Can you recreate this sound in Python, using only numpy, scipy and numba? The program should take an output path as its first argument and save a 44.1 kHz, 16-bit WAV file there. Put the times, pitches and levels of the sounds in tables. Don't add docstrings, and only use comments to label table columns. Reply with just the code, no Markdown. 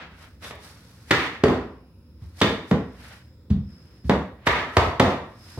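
import sys
import numpy as np
from scipy import signal
from scipy.fft import rfft, irfft
from scipy.io import wavfile
from scipy.ndimage import uniform_filter1d
from numba import njit

SR = 44100
rng = np.random.default_rng(int(sys.argv[2]) if len(sys.argv) > 2 else 0)


def transcribe(u):
    v = np.clip(np.atleast_2d(u).T, -1, 1)
    q = np.round(v * 32767).astype(np.int16)
    wavfile.write(sys.argv[1], SR, q)


N = 246502

# t/s, level/dB (SPREAD_DB below the direct energy), then thud/dB, boom/dB,
# knock/dB, crack/dB over the body of the board; contact/ms, tail length as a share of the room's,
# extra clack near 2 kHz/dB
BLOWS = [(0.423, -41, -4, 3, -20, 9, 2.7, 1.3, 0.1), (0.441, -31, 0, -13, 4, 9, 5.8, 0.8, -1),
         (0.506, -29, -6.5, -13, 2, 3.5, 5, 1.3, 1.5), (1.107, -4.5, -14.5, 0.5, 2, 7, 4.6, 1.14, 3.5),
         (1.436, -1, -10.5, 1.5, -4.5, -8, 2.9, 1.014, -1.5), (1.48, -9, -2.4, 3.5, 4, -5, 3.46, 0.95, 2.5),
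         (2.214, -24, 37, 16, 6, -3, 3.9, 0.73, 5), (2.412, -4, -12, -3.5, -0.5, 2.5, 5.35, 1.03, -0.5),
         (2.71, -5, -8.5, -0.3, -4, -9, 3.07, 0.87, 1), (3.499, -4, 21, 20.5, -5, -0.5, 7.1, 0.83, -8.5),
         (4.039, -17, 38, 30, 0, 5.5, 8.8, 1.2, -6), (4.095, -5, -15.5, -6.5, -3, -9.5, 1.9, 0.91, 2.5),
         (4.467, -6, -7.5, 0.5, 8.5, 4.5, 5.6, 1.43, 6.5),
         (4.767, -1.15, -2.5, -11.5, 3, -3, 3.07, 1.03, 1.2), (4.996, -0.1, -8, -11, 0, -4, 4.1, 1.04, 0),
         (5.573, -21.5, 10.5, -4, 0, -16, 3.9, 0.29, -6)]
SPREAD_DB = 20
COLOUR_EDGES_HZ = [60, 130, 300, 650, 1400, 2500, 4500, 8000, 15000]
CRACK_SLOPE_DB = [-0.5, -7.5, -13, -24]
# f/Hz, width/Hz, lift/dB (each blow takes a random share of the lift)
BOARD_RESONANCES = [(67, 78, 8), (184.3, 89, 9), (258.4, 21, 5), (428, 120, 4.5), (562.5, 40, -0.5),
                    (752, 27, 0.5), (808, 30, -4), (990, 46, 0.5), (1250, 70, 0.5), (1490, 240, -4.5),
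                    (1908, 46, 4.5), (2134, 58, 1), (2570, 80, 0), (3000, 190, 2.5), (3540, 310, 4),
                    (3650, 530, 4.5), (4510, 320, 4.5)]
# f/Hz, time to fall by 60 dB/s, level the furniture leaves/dB
ROOM_DECAY = [(69, 0.41, 2), (151.4, 0.47, -1.5), (294, 0.48, 1.3), (603, 0.49, 0.73), (1150, 0.54, 1.1),
              (2350, 0.5, -0.5), (4900, 0.44, -1), (9400, 0.41, -3.5)]
ROOM_DB = -0.07
# f/Hz, correlation from -1 to 1
LEFT_RIGHT_LIKENESS = [(60, 0.99), (130, 0.99), (290, 0.97), (640, 0.83), (1410, 0.58), (3100, -0.16),
                       (6820, -0.067), (15000, 1)]
# t/s at full level, rise/s and fall/s over 20 dB, hold/s, level/dB, hiss over the rasp/dB, rasp centre f/Hz
SCUFFS_AND_SWISHES = [(0.008, 0.06, 0.15, 0.015, -40, -42, 1413),
                      (0.23, 0.12, 0.11, 0.012, -50.5, -7, 1550),
                      (0.43, 0.017, 0.055, 0.061, -43.5, -3.5, 1400),
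                      (0.65, 0.074, 0.17, 0.03, -53, 0.5, 1600), (0.89, 0.52, .15, .14, -60.5, -0.5, 1250),
                      (1.098, 0.033, 0.011, 0.0024, -46, -5, 2050),
                      (1.2, 0.06, 0.16, 0.052, -29, -27, 1750),
                      (2.224, 0.043, 0.25, .03, -63.5, -2.5, 1100),
                      (2.398, 0.044, 0.0098, 0.009, -47.5, 0, 1850), (2.69, .06, .01, 0.02, -62, 6, 1800),
                      (3.05, 0.19, .16, 0.075, -48, -7, 1650), (3.7, .1, 0.15, .28, -64.5, -5.5, 1400),
                      (4.06, .02, .01, 0.034, -64, 4.5, 1800),
                      (4.466, 0.0081, 0.0052, 0.0045, -33.5, -5.5, 1410),
                      (4.571, 0.094, 0.12, 0.02, -28, -44, 1773), (4.75, .06, .01, .015, -60.5, 5.5, 1800),
                      (5.49, 0.22, .1, 0.13, -53, -1, 1500)]
# t/s, peak level/dB, centre f/Hz
TICKS = [(0.553, -46, 11000), (0.648, -43, 5600), (2.4035, -24, 3800)]
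# f/Hz, level per Hz/dB
HOUSE_COLOUR = [(15, -63.5), (25, -29.5), (64, 2), (123, -7.5), (149, -11), (242, -11.5), (451, -25.5),
                (545, -22), (659, -36), (936, -35), (4370, -45.5), (5140, -38), (5880, -51.5), (16000, -55)]
HOUSE_DB = -48
# t/s, level/dB
LEAK_LEVEL = [(0, -91), (1.0, -79.5), (2.3, -76.5), (3.3, -70.5), (3.55, -81.5), (3.75, -61), (4.05, -66.5),
              (4.3, -80), (5.2, -92), (5.42, -57), (5.59, -56)]
LEAK_HZ, LEAK_WIDTH_HZ = 5120, 220
LEFT_LAG_S, LEFT_DB = 0.0001, -0.4
TOP_HZ = 16100


def mallet():
    size = 2 ** 15
    out = np.zeros((2, N + size))
    for start_s, level_db, *how in BLOWS:
        at = int(start_s * SR)
        out[:, at:at + size] += undb(level_db + SPREAD_DB) * blow(*how, size)
    return out[:, :N]


def blow(thud_db, boom_db, knock_db, crack_db, contact_ms, tail_scale, clack_db, size):
    hz = np.fft.rfftfreq(size, 1 / SR)

    x = np.arange(size) / SR / (max(contact_ms, .3) / 1000)
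    rattle = rfft(rng.standard_normal(size) * x ** 3 * np.exp(-3 * x))
    smooth_power = uniform_filter1d(np.abs(rattle) ** 2, size=91)
    rattle = irfft(rattle / np.sqrt(smooth_power), size)
    rattle = rfft(rattle[:size // 8], size)

    edges = np.array(COLOUR_EDGES_HZ)
    colour_db = np.r_[thud_db, boom_db, 0, knock_db, crack_db + np.array(CRACK_SLOPE_DB)]
    colour_db[4] += clack_db
    band_centres = np.sqrt(edges[1:] * edges[:-1])
    db = on_log(hz, np.c_[band_centres, colour_db - 10 * np.log10(np.diff(edges))])
    db = db - 14 * np.log2(np.maximum(70 / np.maximum(hz, 1), 1))
    db = db - 12 * np.log2(np.maximum(hz / 11500, 1))
    wake = rng.uniform(0.13, 1.61, len(BOARD_RESONANCES))
    for share, (centre_hz, width_hz, lift_db) in zip(wake, BOARD_RESONANCES):
        db = db + share * lift_db / (1 + ((hz - centre_hz) / (width_hz / 2)) ** 2)
    wood = causal(db)
    wood = wood / np.sqrt(np.mean(np.abs(wood) ** 2))

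    turn = np.minimum(2 * np.pi * hz * LEFT_LAG_S, np.pi / 2)
    direct = np.exp(-1j * turn * np.array([[1], [0]]))
    echo = undb(ROOM_DB) * room(size, tail_scale)
    sound = irfft(wood * rattle * (direct + echo), size)
    return sound * np.minimum(1, np.linspace(3, 0, size))


def room(size, tail_scale):
    t, noise = np.arange(size) / SR, rfft(diffuse(size))
    octave = np.log2(np.maximum(np.fft.rfftfreq(size, 1 / SR), 1))
    centres = np.log2([row[0] for row in ROOM_DECAY])
    tail = 0
    for share, (_, t60_s, level_db) in zip(np.eye(len(centres)), ROOM_DECAY):
        part = irfft(noise * np.interp(octave, centres, share), size)
        tail = tail + part * undb(level_db - 60 * t / (t60_s * tail_scale))
    tail = tail * (1 - np.exp(-(t / 0.0039) ** 2))
    return rfft(tail / np.sqrt(np.sum(tail ** 2) / 2))


def scuffs_and_swishes():
    t = np.arange(N) / SR
    gain = np.array([undb(row[4]) * swell(t, *row[:4]) for row in SCUFFS_AND_SWISHES]) + 1e-12
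    hiss_db, centre_hz = np.array(SCUFFS_AND_SWISHES)[:, 5:].T
    hz = centre_hz @ gain / gain.sum(axis=0)

    tone = np.array([svf(svf(v, hz, 1.7), hz, 1.7) for v in diffuse(N)])
    broad = band(band(diffuse(N), 270, 3600), 270, 3600)
    rasp = unit(unit(broad) + undb(-3.5) * unit(tone)) * undb(1.8 * walk(90))

    low_hiss = band(band(diffuse(N), 3300, 6200), 3300, 6200)
    high_hiss = band(diffuse(N), 5800, 12000)
    hiss = unit(unit(low_hiss) + undb(-3.5) * unit(high_hiss)) * undb(2.1 * walk(220))
    return gain.sum(axis=0) * rasp + undb(hiss_db) @ gain * hiss


def swell(t, full_s, rise_s, fall_s, hold_s):
    before = (full_s - t) / max(rise_s, .002)
    after = (t - full_s - hold_s) / max(fall_s, .002)
    return undb(-20 * np.maximum(0, np.maximum(before, after)))


def ticks():
    out, t = np.zeros((2, N)), np.arange(1024) / SR
    for start_s, peak_db, hz in TICKS:
        puff = diffuse(len(t)) * t * np.exp(-t / .0012)
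        burst = band(puff, hz / 1.4, min(hz * 1.4, SR / 2.2))
        at = int(start_s * SR)
        out[:, at:at + len(t)] += undb(peak_db) * burst / np.abs(burst).max()
    return out


def house():
    colour = undb(on_log(np.fft.rfftfreq(N, 1 / SR), HOUSE_COLOUR))
    noise = irfft(rfft(diffuse(N)) * colour, N)
    hum = 0
    for hz in 25 * 2 ** np.arange(0, 9.1, .5):
        hum = hum + band(noise, hz, hz * np.sqrt(2)) * undb(1.3 * walk(3.9))
    leak = unit(band(diffuse(N), LEAK_HZ - LEAK_WIDTH_HZ / 2, LEAK_HZ + LEAK_WIDTH_HZ / 2))
    leak_db = np.interp(np.arange(N) / SR, *np.transpose(LEAK_LEVEL)) + 1.8 * walk(12)
    return unit(hum) * undb(HOUSE_DB) + leak * undb(leak_db)


def diffuse(size):
    likeness = np.clip(on_log(np.fft.rfftfreq(size, 1 / SR), LEFT_RIGHT_LIKENESS), -1, 1)
    shares = np.sqrt([(1 + likeness) / 2, (1 - likeness) / 2])
    mid, side = rfft(rng.standard_normal((2, size))) * shares
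    return irfft(np.array([mid + side, mid - side]), size)


def walk(rate):
    k = int(SR / rate)
    steps = np.repeat(rng.standard_normal(N // k + 1), k)
    return 0.91 * uniform_filter1d(uniform_filter1d(steps, k), k)[:N]


def causal(db):
    c = irfft(db * np.log(10) / 20)
    c[1:len(c) // 2] *= 2
    c[len(c) // 2 + 1:] = 0
    return np.exp(rfft(c))


@njit
def svf(x, hz, q):
    y, b, l = np.empty(len(x)), 0., 0.
    for i in range(len(x)):
        g = np.tan(np.pi * hz[i] / SR)
        v = (b + g * (x[i] - l)) / (1 + g * (g + 1 / q))
        b, l, y[i] = 2 * v - b, l + 2 * g * v, v / q
    return y


def band(x, lo_hz, hi_hz):
    return signal.sosfilt(signal.butter(2, [lo_hz, hi_hz], "band", fs=SR, output="sos"), x)


def on_log(hz, table):
    f, v = np.transpose(table)
    return np.interp(np.log(np.maximum(hz, 1)), np.log(np.maximum(f, 1)), v)


def undb(db):
    return 10 ** (np.asarray(db) / 20)


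def unit(x):
    return x / np.sqrt(np.mean(x ** 2))


@njit
def follow(x, attack, release):
    e, out = 0., np.empty(len(x))
    for i in range(len(x)):
        e += (x[i] - e) * (attack if x[i] > e else release)
        out[i] = e
    return out


def scene():
    balance = undb(np.array([[LEFT_DB], [-LEFT_DB]]) / 2)
    return (mallet() + scuffs_and_swishes() + ticks() + house()) * balance


def record(dry):
    x = signal.sosfilt(signal.butter(3, 62, "high", fs=SR, output="sos"), dry)
    threshold, ratio, attack_s, release_s = undb(-12.5), 2.6, .006, .06
    level = follow(np.abs(x).max(axis=0), 1 / (attack_s * SR), 1 / (release_s * SR))
    gain = np.minimum(1, (threshold / (level + 1e-9)) ** (1 - 1 / ratio))
    x = np.tanh(x * gain)
    return signal.sosfilt(signal.ellip(10, .2, 70, TOP_HZ, fs=SR, output="sos"), x)


dry = scene()
out = record(dry)
transcribe(out)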